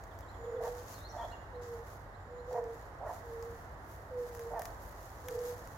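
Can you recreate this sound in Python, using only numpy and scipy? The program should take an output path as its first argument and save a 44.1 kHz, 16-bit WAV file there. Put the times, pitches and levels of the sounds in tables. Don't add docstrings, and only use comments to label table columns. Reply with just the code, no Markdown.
import sys
import numpy as np
from scipy import signal
from scipy.fft import rfft, irfft
from scipy.io import wavfile
from scipy.ndimage import uniform_filter1d

SR = 44100
rng = np.random.default_rng(int(sys.argv[2]) if len(sys.argv) > 2 else 0)


def bounce(signal):
    frames = np.transpose(np.atleast_2d(signal))
    limited = np.clip(frames, -1, 1)
    pcm = np.round(limited * 32767).astype(np.int16)
    wavfile.write(sys.argv[1], SR, pcm)


N = 254456
TIME = np.arange(N) / SR


# start_s, length_s, first_pitch_hz, level_db, crest_fraction
HOOTS = [(.37, 0.38, 465, -42.5, 0.6), (.425, 0.14, 493, -44.5, 0.6), (.505, 0.35, 503.5, -42.5, 0.27),
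         (1.525, 0.17, 500.4, -46, 0.28), (1.66, .19, 471, -42.5, 0.27), (2.275, 0.27, 499.4, -49, 0.21),
         (2.47, 0.26, 506, -40.5, 0.28), (2.525, .27, 460.3, -40.5, 0.23), (3.225, .36, 469.5, -43, 0.63),
         (4.105, .18, 509, -38, 0.51), (4.278, 0.11, 492, -44, 0.24), (4.367, 0.26, 467, -42, 0.26),
         (5.24, 0.33, 504.6, -40, 0.56), (5.298, 0.18, 459, -43, 0.14)]


def toads(slack_hz=453.3, sag_fraction=.407):
    out = np.zeros(N)
    for start, length, first_hz, db, crest in HOOTS:
        u = np.linspace(0, 1, int(length * SR))
        hz = first_hz - sag_fraction * (first_hz - slack_hz) * (1 - (1 - u) ** 2)
        phase = 2 * np.pi * np.cumsum(hz * (1 + .0082 * wander(57.7)[:len(u)])) / SR
        swell = np.sin(np.pi / 2 * np.interp(u, [0, crest, 1], [0, 1, 0]))
        swell **= np.where(u < crest, .7, 1.2)
        tremble_db = 1.5 * wander(55)[:len(u)]
        add(out, start, np.sqrt(2) * undb(db + tremble_db) * swell * np.sin(phase))
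    return outdoors(out * pan(-2.2), reeds_db=-19, trees_db=-15.5, trees_t60_s=.8)


# centre_hz, width_hz, gain_db
THROAT_RESONANCES = [(685, 144, 5), (919, 53, 0), (1144, 430, -11), (1815, 190, -16.5)]
# start_s, length_s, top_pitch_hz, relative_db, roughness_fraction
BARKS = [(0.603, 0.092, 457, -41, 0.65), (1.135, .135, 464.4, -41, 0.18), (2.507, .11, 480.3, -40, 0.66),
         (3.002, .138, 436.5, -40.5, 0.66), (4.505, .11, 461.6, -38.5, 0.26)]


def dog(tree_echo_s=.108, tree_echo_db=-17):
    out = np.zeros(N)
    orders = np.arange(2, 12)[:, None] / 2
    for start, length, top_hz, db, rough in BARKS:
        u = np.linspace(0, 1, int(length * SR))
        jaw = np.interp(u, [0, .2, .42, .73, .9, 1], [0, .05, 1, 1, .15, 0])
        jitter = 1 + .08 * rough * wander(140)[:len(u)]
        lines_hz = orders * top_hz * (.62 + .38 * jaw) * jitter
        throat = sum(undb(gain_db) / np.hypot(1, (lines_hz - centre_hz) / (width_hz / 2)) ** 1.76
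                     for centre_hz, width_hz, gain_db in THROAT_RESONANCES)
        octaves_above = np.log2(np.maximum(lines_hz / THROAT_RESONANCES[0][0], 1))
        muffle = undb(-12 * (1 - jaw) * octaves_above)
        doubling = np.where(orders % 1 > 0, .3 + rough, 1)
        shimmer = 1 + (.27 + .58 * rough) * wander(200)[:lines_hz.size].reshape(lines_hz.shape)
        phase = 2 * np.pi * (np.cumsum(lines_hz, axis=1) / SR + rng.random(orders.shape))
        voice = unit_rms(np.sum(throat * muffle * doubling * shimmer * np.sin(phase), axis=0))
        effort = np.interp(u, [0, .04, .2, .45, .8, 1], [0, .75, .6, 1, 1, .4])
        bark = undb(db) * effort * voice
        add(out, start, bark)
        add(out, start + tree_echo_s, undb(tree_echo_db) * bark)
    return outdoors(out * pan(-3.8), reeds_db=-7, trees_db=-11, trees_t60_s=.7) * undb(-1.3)


# start_s, relative_db
WHISTLES = [(0.214, -70), (1.087, -73), (2.14, -76.5)]
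# start_s, length_s, first_pitch_hz, last_pitch_hz, relative_db
WARBLE_NOTES = [(.935, .05, 4360, 4200, -63), (0.962, 0.076, 3660, 3770, -61.5),
                (1.036, 0.051, 3930, 4550, -55.5), (1.086, .032, 5580, 5820, -55),
                (1.176, 0.045, 3380, 3550, -61.5), (1.208, 0.054, 3214, 3455, -57.5),
                (1.318, 0.038, 2847, 2820, -58)]
# start_s, relative_db
CHIRPS = [(.28, -64), (1.30, -64), (1.54, -68), (2.135, -70), (2.38, -70)]


def birds(chip_count=7, chip_period_s=.113):
    out = np.zeros(N)
    for start, db in WHISTLES:
        add(out, start, bird_note(length_s=.364, first_hz=7400, last_hz=6726.6, db=db, burr=.003))
    for start in .1 + chip_period_s * np.arange(chip_count):
        add(out, start, bird_note(length_s=.03, first_hz=3900, last_hz=3090, db=-69))
    for start, length, first_hz, last_hz, db in WARBLE_NOTES:
        add(out, start, bird_note(length, first_hz, last_hz, db))
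    for start, db in CHIRPS:
        add(out, start, bird_note(length_s=.0286, first_hz=3720, last_hz=4340, db=db))
    return outdoors(out * pan(2), reeds_db=-1, trees_db=-3.5, trees_t60_s=.62) * undb(-6.2)


def bird_note(length_s, first_hz, last_hz, db, burr=.023):
    u = np.linspace(0, 1, int(length_s * SR))
    hz = first_hz * (last_hz / first_hz) ** u * (1 + burr * wander(600)[:len(u)])
    swell = np.sqrt(u * (1 - u))
    return undb(db) * unit_rms(swell * np.sin(2 * np.pi * np.cumsum(hz) / SR))


# frequency_hz, gain_db
BLADE_SPECTRUM = [(1200, 7.5), (2500, -3.5), (3500, -5), (5000, -1.5), (6900, 2.5), (8200, -10),
                  (10000, -16), (16000, -29)]
FIZZ_SPECTRUM = [(6000, -17), (9000, -10.5), (12300, -3), (14000, -6), (16000, -8.5)]
# time_s, relative_db
STIR = [(0, -74.5), (1.55, -81), (2.3, -82), (4.1, -76), (4.55, -69), (5.77, -66.5)]
# start_s, rise_s, hold_s, relative_db, fizz_share_db
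SWISHES = [(0.605, 0.032, 0.047, -58, -5), (0.723, 0.035, 0.12, -62.5, -5.5),
           (.85, 0.051, 0.064, -59.5, -4), (1.03, 0.15, .07, -66, -7.5), (1.61, 0.026, .005, -62.5, -9),
           (1.634, .05, 0.095, -69, -4.5), (1.822, 0.06, 0.056, -65.5, -4), (2.46, 0.043, 0.071, -67, -7),
           (2.618, .13, 0.086, -70, -5), (3.04, .06, 0.065, -64.5, -4), (3.197, .08, 0.36, -70, -4),
           (3.817, 0.092, 0.044, -67.5, -2), (4.145, 0.085, .22, -66.5, -3.5), (4.577, .04, 0.049, -62, -3),
           (4.78, 0.058, .03, -66, -1), (4.92, 0.11, .02, -65, -3.5), (5.246, 0.036, 0.13, -62.5, -4),
           (5.387, 0.08, 0.017, -56, -3)]


def grass(stir_fizz_db=-4):
    motions = [(undb(np.interp(TIME, *np.transpose(STIR))), stir_fizz_db)]
    for start, rise, hold, db, fizz_db in SWISHES:
        motions.append((undb(db) * swish(start, rise, hold), fizz_db))
    power = sum(level ** 2 for level, _ in motions)
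    fizz_power = sum((level * undb(fizz_db)) ** 2 for level, fizz_db in motions)
    fizz_share = np.clip(fizz_power / power, 0, .9)
    grains = unit_rms(undb(2 * wander(900) + wander(60)))
    body = colour(diffuse_noise() * grains, BLADE_SPECTRUM) * np.sqrt(1 - fizz_share) * pan(2.6)
    fizz = colour(diffuse_noise() * grains, FIZZ_SPECTRUM) * np.sqrt(fizz_share) * pan(-.8)
    return np.sqrt(power) * (undb(7) * body + undb(5) * fizz)


def swish(start_s, rise_s, hold_s):
    age_s = TIME - start_s
    settle_s = .05 + .27 * rise_s
    return np.clip(age_s / rise_s, 0, 1) * np.exp(-np.maximum(age_s - rise_s - hold_s, 0) / settle_s)


# frequency_hz, gain_db
TICK_SPECTRUM = [(2000, 0.5), (3500, -17), (4700, -0.5), (6700, 3.5), (8200, -10), (10000, -21),
                 (16000, -6)]
CRACK_SPECTRUM = [(400, -26), (1000, 12), (1800, 19), (2500, 5), (3500, 1), (6000, -47)]
# start_s, relative_db, break_fraction
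SNAPS = [(.038, -47, .05), (.189, -48.5, 0.4), (.208, -52, .5), (.751, -48, 0.43), (.883, -46, .15),
         (2.529, -46, 0), (2.64, -51, 0.27), (3.426, -43.5, 0.086), (4.35, -46.5, 0.74),
         (4.3937, -49, 0.94), (4.5939, -40, 0.84), (4.619, -42, 0.9), (4.655, -40, 0.92), (5.285, -39.5, 1),
         (5.391, -46, .1), (5.674, -49, 0.78)]


def stalks(faint_count=12):
    layers = np.zeros((3, 2, N))
    t = TIME[:SR // 16]
    decay = np.exp(-t / .0012) + .17 * np.exp(-t / .009)
    faint_ticks = [(when * TIME[-1], -67.5 + 5 * size, .2) for when, size in rng.random((faint_count, 2))]
    for start, db, broken in SNAPS + faint_ticks:
        crack_db = np.interp(broken ** 2, [0, 1], [-21, 9])
        fizz_db = np.interp(1 - (1 - broken) ** 2, [0, 1], [-23, 1.5])
        gains = undb(db + np.array([0, crack_db, fizz_db]))[:, None, None]
        direct = rng.standard_normal((3, 1, len(t)))
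        scatter = .5 * rng.standard_normal((3, 2, len(t)))
        add(layers, start, gains * (direct + scatter) * decay * pan(2.2))
    tick, crack, fizz = layers
    return (undb(-3) * colour(tick, TICK_SPECTRUM)
            + undb(-3.8) * colour(crack, CRACK_SPECTRUM)
            + undb(-3.5) * colour(fizz, FIZZ_SPECTRUM))


# frequency_hz, gain_db
RUMBLE_SPECTRUM = [(20, -25), (35, -6.5), (48, 4.5), (80, -0.5), (125, -5), (200, -14.5), (400, -12),
                   (650, -8), (950, -9.5), (1400, -15), (1900, -16.5), (2400, -32.5), (4000, -36.5),
                   (16000, -56.5)]
# frequency_hz, left_minus_right_db
RUMBLE_BALANCE = [(60, 1.5), (200, -2.5), (400, 0), (1300, -5.5), (2300, -4), (4400, 6.5)]
# pitch_hz, level_db
ENGINE_PARTIALS = [(48.4, -67.5), (96.9, -59.5)]


def traffic():
    rumble = colour(diffuse_noise(), RUMBLE_SPECTRUM) * undb(-49 + .58 * wander(2.85))
    balance = undb(per_bin(RUMBLE_BALANCE) * np.array([[.5], [-.5]]))
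    rumble = irfft(rfft(rumble) * balance, N)
    engine_time_s = np.cumsum(1 + .01364 * wander(5.6)) / SR
    drone = sum(np.sqrt(2) * undb(db + 1.8 * wander(4.76)) * np.sin(2 * np.pi * hz * engine_time_s)
                for hz, db in ENGINE_PARTIALS)
    return rumble + drone


def outdoors(x, reeds_db, trees_db, trees_t60_s, reeds_t60_s=.15):
    reeds = unit_rms(undb(-60 * TIME / reeds_t60_s)) * undb(reeds_db)
    trees = unit_rms(undb(-60 * TIME / trees_t60_s) * np.minimum(TIME / .06, 1)) * undb(trees_db)
    response = diffuse_noise() * np.hypot(reeds, trees) / np.sqrt(N)
    return x + signal.fftconvolve(x, response, axes=1)[:, :N]


# frequency_hz, coherence
EAR_COHERENCE = [(130, 0.94), (330, 0.948), (640, 0.79), (1400, 0.046), (2600, -0.27), (7000, 0.18)]


def diffuse_noise():
    coherence = per_bin(EAR_COHERENCE)
    weights = np.sqrt([(1 + coherence) / 2, (1 - coherence) / 2])
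    mid, side = rfft(rng.standard_normal((2, N))) * weights
    return irfft(np.array([mid + side, mid - side]), N)


def undb(db):
    return 10 ** (np.asarray(db) / 20)


def unit_rms(x):
    return x / np.sqrt(np.mean(x ** 2) + 1e-20)


def per_bin(points):
    hz, value = np.transpose(points)
    return np.interp(np.log(np.arange(N // 2 + 1) * SR / N + 1), np.log(hz), value)


def colour(x, spectrum):
    return irfft(rfft(x) * unit_rms(undb(per_bin(spectrum))), N)


def wander(rate_hz):
    step = int(SR / rate_hz)
    stairs = np.repeat(rng.standard_normal(N // step + 1), step)
    return unit_rms(uniform_filter1d(stairs, step)[:N])


def pan(left_minus_right_db):
    return undb(left_minus_right_db * np.array([[.5], [-.5]]))


def add(track, start_s, sound):
    i = int(start_s * SR)
    track[..., i:i + sound.shape[-1]] += sound[..., :N - i]


def scene():
    return toads() + dog() + birds() + grass() + stalks() + traffic()


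def record(dry):
    cutoff_hz = 15850
    return signal.sosfilt(signal.ellip(10, .1, 70, cutoff_hz, fs=SR, output="sos"), dry)


dry = scene()
out = record(dry)
bounce(out)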